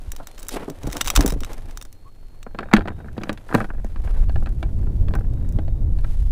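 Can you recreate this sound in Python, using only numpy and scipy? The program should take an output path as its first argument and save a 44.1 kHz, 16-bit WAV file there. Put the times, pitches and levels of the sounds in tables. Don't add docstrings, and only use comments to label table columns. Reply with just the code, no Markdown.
import sys
import numpy as np
from scipy import signal
from scipy.fft import rfft, irfft
from scipy.io import wavfile
from scipy.ndimage import uniform_filter1d

SR = 44100
rng = np.random.default_rng(int(sys.argv[2]) if len(sys.argv) > 2 else 0)


def int16_out(signal):
    q = np.round(np.clip(np.atleast_2d(signal).T, -1, 1) * 32767)
    wavfile.write(sys.argv[1], SR, q.astype(np.int16))


N = 278660
TIME = np.arange(N) / SR


def amp(db):
    return 10 ** (np.asarray(db) / 20)


def unit_rms(x):
    return x / np.sqrt(np.mean(x ** 2) + 1e-20)


def unit_energy(x):
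    return x / (np.linalg.norm(x) + 1e-12)


def gain_at(spectrum, hz):
    points_hz, level_db = np.transpose(spectrum)
    return amp(np.interp(np.log(hz + 1), np.log(points_hz + 1), level_db))


def follow(rows, column):
    rows = np.asarray(rows)
    return np.interp(TIME, rows[:, 0], rows[:, column])


def swell(peak_s, length_s):
    return np.cos(np.pi * np.clip((TIME - peak_s) / length_s, -.5, .5)) ** 2


def decay(t, t60):
    return np.exp(-np.log(1000) * t / t60)


def add(mix, start_s, sound):
    part = mix[max(round(start_s * SR), 0):][:len(sound)]
    part += sound[:len(part)]


def noise(spectrum):
    gain = gain_at(spectrum, np.fft.rfftfreq(N, 1 / SR))
    return unit_rms(irfft(rfft(rng.standard_normal(N)) * gain, N))


def drift(hz):
    gain = np.exp(-(np.fft.rfftfreq(N, 1 / SR) / hz) ** 2)
    return unit_rms(irfft(rfft(rng.standard_normal(N)) * gain, N))


def shortest_pulse(spectrum, size=4096):
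    log_gain = np.log(gain_at(spectrum, abs(np.fft.fftfreq(size, 1 / SR))))
    return np.fft.ifft(np.exp(np.conj(signal.hilbert(log_gain)))).real


def jostle(bouts, edge_db, spread_db, count=6):
    contacts = []
    for middle_s, length_s, db in bouts:
        place = (np.arange(count) + rng.random(count)) / count - .5
        level_db = db + edge_db * (2 * place) ** 2 + spread_db * rng.standard_normal(count)
        contacts += zip(middle_s + length_s * place, level_db)
    return contacts


def impacts(rows, modes, crack_spectrum, edges_hz, attack_s, crack_t60, crack_db, snap_db,
            tail_t60, tail_db, scatter_db, mistune=.01, heft=0):
    t, out = np.arange(SR // 5) / SR, np.zeros(N)
    hz, db, t60 = np.transpose(modes)[:, :, None]
    pulse, fade = shortest_pulse(crack_spectrum), decay(t, t60)
    crack_envelope = decay(t, crack_t60) + amp(tail_db) * decay(t, tail_t60)
    bands = [signal.butter(4, band, "band", fs=SR, output="sos") for band in zip(edges_hz, edges_hz[1:])]
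    for start_s, *levels_db in rows:
        place, detune = rng.standard_normal((2, len(hz), 1))
        partials = amp(db + scatter_db * place) * fade * np.sin(2 * np.pi * hz * (1 + mistune * detune) * t)
        flex = amp(heft * max(levels_db[0] + 18.5, -10) * (hz < 350))
        ring = (flex * partials).sum(0) / np.linalg.norm(partials.sum(0))
        burst = unit_energy(rng.standard_normal(len(t)) * crack_envelope)
        snap = amp(snap_db) * (t == 0)
        crack = signal.fftconvolve(burst + snap, pulse)[:len(t)]
        blow = ring + amp(crack_db) * unit_energy(crack)
        for band, level_db in zip(bands, levels_db):
            part = signal.sosfilt(band, blow)
            attack_rms = np.sqrt(np.mean(part[:round(attack_s * SR)] ** 2))
            add(out, start_s, amp(level_db) * part / attack_rms)
    return out


# frequency_hz, level_db
AIR_SPECTRUM = [(100, 11), (400, 15.5), (900, -2), (1500, -3.5), (3000, -5.5), (5500, -7),
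                (10000, -8), (15000, -4.5)]
def air():
    return amp(-65.5) * noise(AIR_SPECTRUM)


WIND_LEVELS = [(0, -34, -53.5), (.7, -35, -46), (1.35, -30, -41), (1.8, -31, -48.5), (2.05, -41, -53),
               (2.5, -33, -51), (2.85, -35.5, -33), (3.05, -38, -38), (3.2, -34, -36.5), (3.45, -36, -46),
               (3.75, -24, -43), (4.08, -19.5, -38.5), (4.3, -14.5, -28), (4.55, -21, -27.5),
               (5.3, -19.5, -24.5), (6.05, -18.5, -28), (6.32, -15, -39)]
GUSTS = [(0.093, 0.18, -27.5), (1.071, 0.078, -26.5), (1.189, 0.093, -11), (1.344, 0.29, -26),
         (2.786, 0.16, -21), (4.209, 0.12, -16.5), (4.388, 0.11, -18), (5.025, 0.085, -20),
         (5.561, 0.056, -18)]
BUFFET_SPECTRUM = [(5, -9.5), (14, 1), (28, 1), (50, -8), (70, -16.5), (110, -24), (200, -44.5),
                   (500, -82.5)]
FLUTTER_SPECTRUM = [(30, -15.5), (65, 6.5), (100, 5), (160, -6.5), (250, -13), (400, -22), (700, -32),
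                    (1500, -51), (4000, -64.5)]
def wind():
    eddies = noise(BUFFET_SPECTRUM)
    eddies /= np.sqrt(uniform_filter1d(eddies ** 2, size=6000) + 0.023)
    breeze_db = follow(WIND_LEVELS, 1)
    puffs = sum(amp(db) * swell(peak_s, length_s) for peak_s, length_s, db in GUSTS)
    gust_db = 20 * np.log10(amp(breeze_db + 1.5 * drift(8)) + puffs)
    pace = np.clip(amp(.25 * (gust_db + 22)), .4, 1.15)
    eddies = np.interp(np.cumsum(pace), np.arange(N), eddies, period=N)
    flutter = noise(FLUTTER_SPECTRUM)
    flutter_db = follow(WIND_LEVELS, 2) + .3 * (gust_db - breeze_db) + 2 * drift(7.2)
    return eddies * amp(gust_db) + flutter * amp(flutter_db)


WHISTLES = [(0.177, .3, 4200, -66), (1.806, 0.9, 4280, -72), (2.54, 0.55, 3720, -71.5),
            (4.701, 0.59, 4450, -77), (5.248, 0.62, 3743, -75.5)]
def whistle(fade_s=0.089):
    sway = np.sin(2 * np.pi * np.cumsum(5 + .8 * drift(4.3)) / SR)
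    waver_hz = 35 * sway + 15 * drift(8.5) + 22 * drift(200)
    out = np.zeros(N)
    for start_s, length_s, pitch_hz, db in WHISTLES:
        fade = np.clip(np.minimum(TIME - start_s, start_s + length_s - TIME) / fade_s, 0, 1)
        out += amp(db) * fade * np.sqrt(2) * np.sin(2 * np.pi * np.cumsum(pitch_hz + waver_hz) / SR)
    return out


RUSTLE = [(0, -54, -62), (.9, -47.5, -62.5), (1.4, -51.5, -65), (1.7, -48.5, -62), (1.9, -62.5, -71),
          (2.45, -60.5, -73), (3.1, -55, -69.5), (4.3, -57, -67), (5.85, -62.5, -72.5), (6.32, -57.5, -69)]
SWISHES = [(0.536, 0.083, -43, -40), (0.602, 0.16, -35.5, -65), (1.026, 0.5, -47.5, -52.5),
           (1.226, 0.23, -37, -53), (1.51, 0.12, -47.5, -61), (3.283, 0.21, -50, -79),
           (3.573, 0.24, -51.5, -53.5), (4.121, 0.32, -47, -65), (6.147, 0.5, -60, -64)]
# frequency_hz, level_db
RUB_SPECTRUM = [(100, -8), (250, 7), (450, 3.5), (750, 1), (1300, -7), (2000, -10.5), (3200, -18.5),
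                (6000, -36)]
HISS_SPECTRUM = [(1000, -8.5), (2500, 0.5), (3800, 2.5), (5000, -2), (7000, -3.5), (9000, -2.5),
                 (11500, -5), (15000, -13), (16000, -34)]
FIBRE_SPECTRUM = [(500, -13), (2000, 0.5), (4000, -1), (7500, -4), (11000, -3), (15000, -14)]
def clothing(ticks_per_s=300):
    rub_gain, hiss_gain = amp(follow(RUSTLE, 1)), amp(follow(RUSTLE, 2))
    for peak_s, length_s, rub_db, hiss_db in SWISHES:
        stroke = swell(peak_s, length_s)
        rub_gain += amp(rub_db) * stroke
        hiss_gain += amp(hiss_db) * stroke
    motion = np.clip(hiss_gain / amp(-68.5), 0, 1)
    catches = drift(70) * motion
    fibres = (rng.random(N) < ticks_per_s / SR) * rng.standard_normal(N)
    fibres *= amp(3.5 * np.minimum(rng.exponential(1, N), 4))
    ticks = unit_rms(signal.fftconvolve(fibres, shortest_pulse(FIBRE_SPECTRUM))[:N])
    rub = noise(RUB_SPECTRUM) * rub_gain * amp(3.7 * catches)
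    hiss = (noise(HISS_SPECTRUM) + motion * ticks) * hiss_gain * amp(2.2 * catches)
    return rub + hiss


BUBBLE = (2.04, .065, 950, 1300, -48)
def bubble():
    start_s, length_s, start_hz, end_hz, db = BUBBLE
    out, count = np.zeros(N), round(length_s * SR)
    pitch_hz = np.linspace(start_hz, end_hz, count) + 40 * drift(250)[:count]
    add(out, start_s, amp(db) * np.hanning(count) * np.sin(2 * np.pi * np.cumsum(pitch_hz) / SR))
    return out


FLOPS = [(0.2, -48, -44, -38.5), (0.54, -54, -32.5, -39), (0.68, -60, -27.5, -41), (0.7, -67, -31.5, -52),
         (0.841, -27.5, -33.5, -45.5), (0.872, -29, -27, -39.5), (0.955, -65, -32, -34),
         (1.174, -19.5, -26.5, -45.5), (1.191, -28, -17.5, -29), (1.205, -25, -56, -35.5),
         (1.246, -33, -17.5, -38), (1.261, -34, -26, -42), (1.322, -31, -27.5, -42), (1.36, -36, -31, -69),
         (1.415, -37, -35, -73)]
LAP_BANDS = [30, 150, 600, 1500]
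LAP_MODES = [(49.8, 5, 0.17), (136, -5.5, 0.12), (286, 1, 0.096), (388, 1.5, 0.023), (527, -24, 0.018),
             (820, -19, 0.011)]
LAP_CRACK = [(30, 12), (300, -3.5), (700, -7), (1500, -15.5), (4000, -3)]
def lap_flops():
    return amp(-0.5) * impacts(
        FLOPS, LAP_MODES, LAP_CRACK, LAP_BANDS, attack_s=0.016, crack_t60=0.097, crack_db=5.5,
        snap_db=-7.5, tail_t60=0.27, tail_db=-28.5, scatter_db=3.0)


KNOCKS = [(2.4653, -39.5, 7.5, -18), (2.5472, -40.5, 9, 1), (2.588, -24, -6.5, 2.5), (2.6069, -42.5, 12, 9),
          (2.6305, -33.5, -11, -4), (2.687, -42, -9, -10), (2.7136, -31, -9, -4), (2.7306, -20.5, -3, -4),
          (2.7362, -9, 5.5, 8), (2.7516, -28.5, -9, 4), (2.7656, -20, -18, 9), (2.7695, -28, -4, 7),
          (2.792, -37.5, 13.5, 7), (2.808, -31.5, -12, -2.5), (2.8194, -41, 4, 2), (2.8562, -38, 12, -1),
          (2.8753, -33, 5, 3), (2.8824, -27.5, -3.5, 3), (2.9034, -42, 11.5, -18), (3.0019, -44, 0, -14.5),
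          (3.0841, -40.5, -8, -15), (3.179, -39.5, 16, 10), (3.216, -45.5, 14.5, 12), (3.2353, -37, 6, 9),
          (3.2938, -26, 5.5, 10.5), (3.2974, -33.5, 10.5, 5), (3.3749, -46, -6, 15), (3.4895, -37, -12, -2),
          (3.5114, -33, -6, -10), (3.5262, -26, -4, -10), (3.543, -20, 7, -6), (3.5485, -21, 4, 6.5),
          (3.5501, -18, 8.5, -15), (3.5843, -37, 14, -8), (3.604, -22.5, -29, -18), (3.6133, -31.5, 8.5, 1),
          (3.6433, -34, 2, -0.5), (3.703, -32.5, -2.5, -16), (3.8452, -46.5, 18, 0), (3.96, -40.5, 4.5, 2),
          (4.0741, -40, 3, -2), (4.2948, -41, 6.5, 7.5), (4.3584, -35, 1, 3), (4.4241, -45.5, 11, -7),
          (4.4602, -39, 0, 9), (4.4698, -38, 0, 0), (4.6284, -34.5, 4.5, 10.5), (4.8699, -48.5, 12.5, -4),
          (5.0835, -43.5, 9, 12.5), (5.1377, -34, 5.5, 6), (5.1524, -30, 1, -9), (5.5872, -40.5, 16, 7.5),
          (5.6803, -53, 18, 14.5), (5.9873, -50, 2.5, 12.5), (6.044, -38, -1, 4)]
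SHIFTING = [(2.63, 0.13, -47), (3.03, .14, -50), (3.24, 0.19, -43.5), (3.57, 0.18, -40.5),
            (3.75, 0.23, -50.5), (4.1, .25, -48), (4.75, .6, -54.5), (5.16, .18, -44.5), (5.42, .25, -55)]
HULL_BANDS = [118, 700, 2100, 5000, 16000]
HULL_MODES = [(108, 3, .16), (213, 7, .11), (240, 3, .07), (316, 5, .09), (375, -6, .05), (460, -4, .045),
              (575, -8, .04), (690, -7, .04), (805, -1, .055), (1000, -1, .05), (1245, -8, .03),
              (1370, 0, .035), (1462, -1, .045), (1582, 1, .055), (1700, 0, .04), (1860, -7, .035),
              (2325, -5, .035), (2560, -3, .035), (2830, -9, .025), (3280, -7, .025), (3790, -9, .025),
              (4300, -8, .02)]
HULL_CRACK = [(80, 0.5), (300, 4.5), (900, -3), (1150, 1), (1550, 1.5), (2100, -8), (2700, -7),
              (4400, -12.5), (5300, -18), (7500, -10), (11000, -15.5), (15500, -27.5)]
def hull_knocks():
    loose_weight_db, loose_hardness_db = 10, -5
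    contacts = []
    for s, db, weight, hardness in KNOCKS:
        rebound_s, settle_s = np.array([.0045, .034]) * (.6 + 0.74 * rng.random(2))
        contacts += [(s, db, weight, hardness),
                     (s + rebound_s, db - 13.5, min(weight, loose_weight_db), hardness + loose_hardness_db),
                     (s + settle_s, db - 19.5, loose_weight_db, loose_hardness_db)]
    for s, db in jostle(SHIFTING, edge_db=-9.5, spread_db=1.5):
        contacts.append((s, db, loose_weight_db, loose_hardness_db))
    rows = [(s, db + weight, db, db - 14.5 + hardness, db - 31.5 + 0.94 * hardness)
            for s, db, weight, hardness in contacts]
    return amp(-0.86) * impacts(
        rows, HULL_MODES, HULL_CRACK, HULL_BANDS, attack_s=0.0064, crack_t60=0.024, crack_db=-2.5,
        snap_db=-14, tail_t60=0.15, tail_db=-31, scatter_db=6, mistune=0.011, heft=0.41)


CLACKS = [(.1186, -38, 3.5), (.1633, -44, 2), (.2714, -41.5, 1), (.3785, -55.5, -8), (.3968, -51, 7.5),
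          (.429, -44.5, 4), (.4845, -39.5, 10.5), (.4909, -34.5, 0.5), (.6998, -44, 1), (.8329, -46, -2.5),
          (.9011, -48, -4), (.9287, -35.5, 0), (.9683, -33, -1), (1.01, -29.5, -8.5), (1.0129, -24, 0.5),
          (1.0606, -38, -3), (1.0744, -28.5, -1), (1.0807, -29.5, -3), (1.1017, -22.5, -0.5),
          (1.154, -32, 0), (1.161, -20.5, -1), (1.1638, -21, 0.5), (1.1739, -29.5, -7), (1.2082, -26, -1.5),
          (1.2614, -27.5, 2.5), (1.2776, -32, 4), (1.3046, -36.5, -1.5), (1.338, -50, 0),
          (1.4056, -42.5, 1.5), (1.4343, -42, -8.5), (1.4471, -41, -3), (1.5321, -46.5, 0.5),
          (1.71, -52, -3), (1.7734, -39, -0.5), (1.8135, -44.5, -1.5), (1.8247, -44.5, 3), (1.8516, -51, 0),
          (1.9274, -54, 4), (2.4293, -49.5, -3.5), (2.7366, -34, 2), (3.2347, -44, -11), (3.3289, -47.5, 0),
          (3.5475, -41.5, 7), (3.8455, -54.5, 0.5), (5.1518, -49, 3), (5.4904, -56, 4), (5.5241, -58, 4)]
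SHAKING = [(.42, 0.098, -53), (.92, 0.14, -47), (1.065, .05, -40), (1.19, 0.091, -44.5),
           (1.3, 0.068, -41.5)]
FLOAT_BANDS = [700, 3000, 8600, 16000]
FLOAT_MODES = [(1370, 3.5, 0.0044), (1660, -8, 0.011), (2300, -5.5, 0.0078), (3085, -12, 0.058),
               (3795, 4.5, 0.034), (5370, 6.5, 0.028), (5630, -3.5, 0.056), (5940, 5, 0.05),
               (7260, 4, 0.012), (7860, 3, 0.025), (8430, -1.5, 0.022), (9330, 2.5, 0.018),
               (12230, 2, 0.02), (15000, -41, 0.0083)]
FLOAT_CRACK = [(400, -13), (1200, -1), (3000, -5.5), (4400, 2.5), (6000, 10.5), (7800, 4), (8800, -12),
               (9800, -2), (11000, -5.5), (13500, -15.5), (15200, 3)]
def rattle_float():
    clacks = CLACKS + [(s, db, 0) for s, db in jostle(SHAKING, edge_db=0.5, spread_db=2)]
    rows = [(s, db - brightness, db, db + brightness) for s, db, brightness in clacks]
    return amp(-2.22) * impacts(
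        rows, FLOAT_MODES, FLOAT_CRACK, FLOAT_BANDS, attack_s=0.0098, crack_t60=0.012, crack_db=7,
        snap_db=-13.5, tail_t60=0.049, tail_db=-18.5, scatter_db=4.5, mistune=0.022)


def scene():
    catch = rattle_float() + hull_knocks() + lap_flops()
    return (catch + wind() + clothing() + whistle() + bubble() + air())[None]


def record(dry):
    rounded = dry / (1 + dry ** 6) ** (1 / 6)
    low_pass = signal.firwin(201, 15500, window=("kaiser", 9), fs=SR)
    return signal.oaconvolve(rounded, low_pass[None], "same")


dry = scene()
out = record(dry)
int16_out(out)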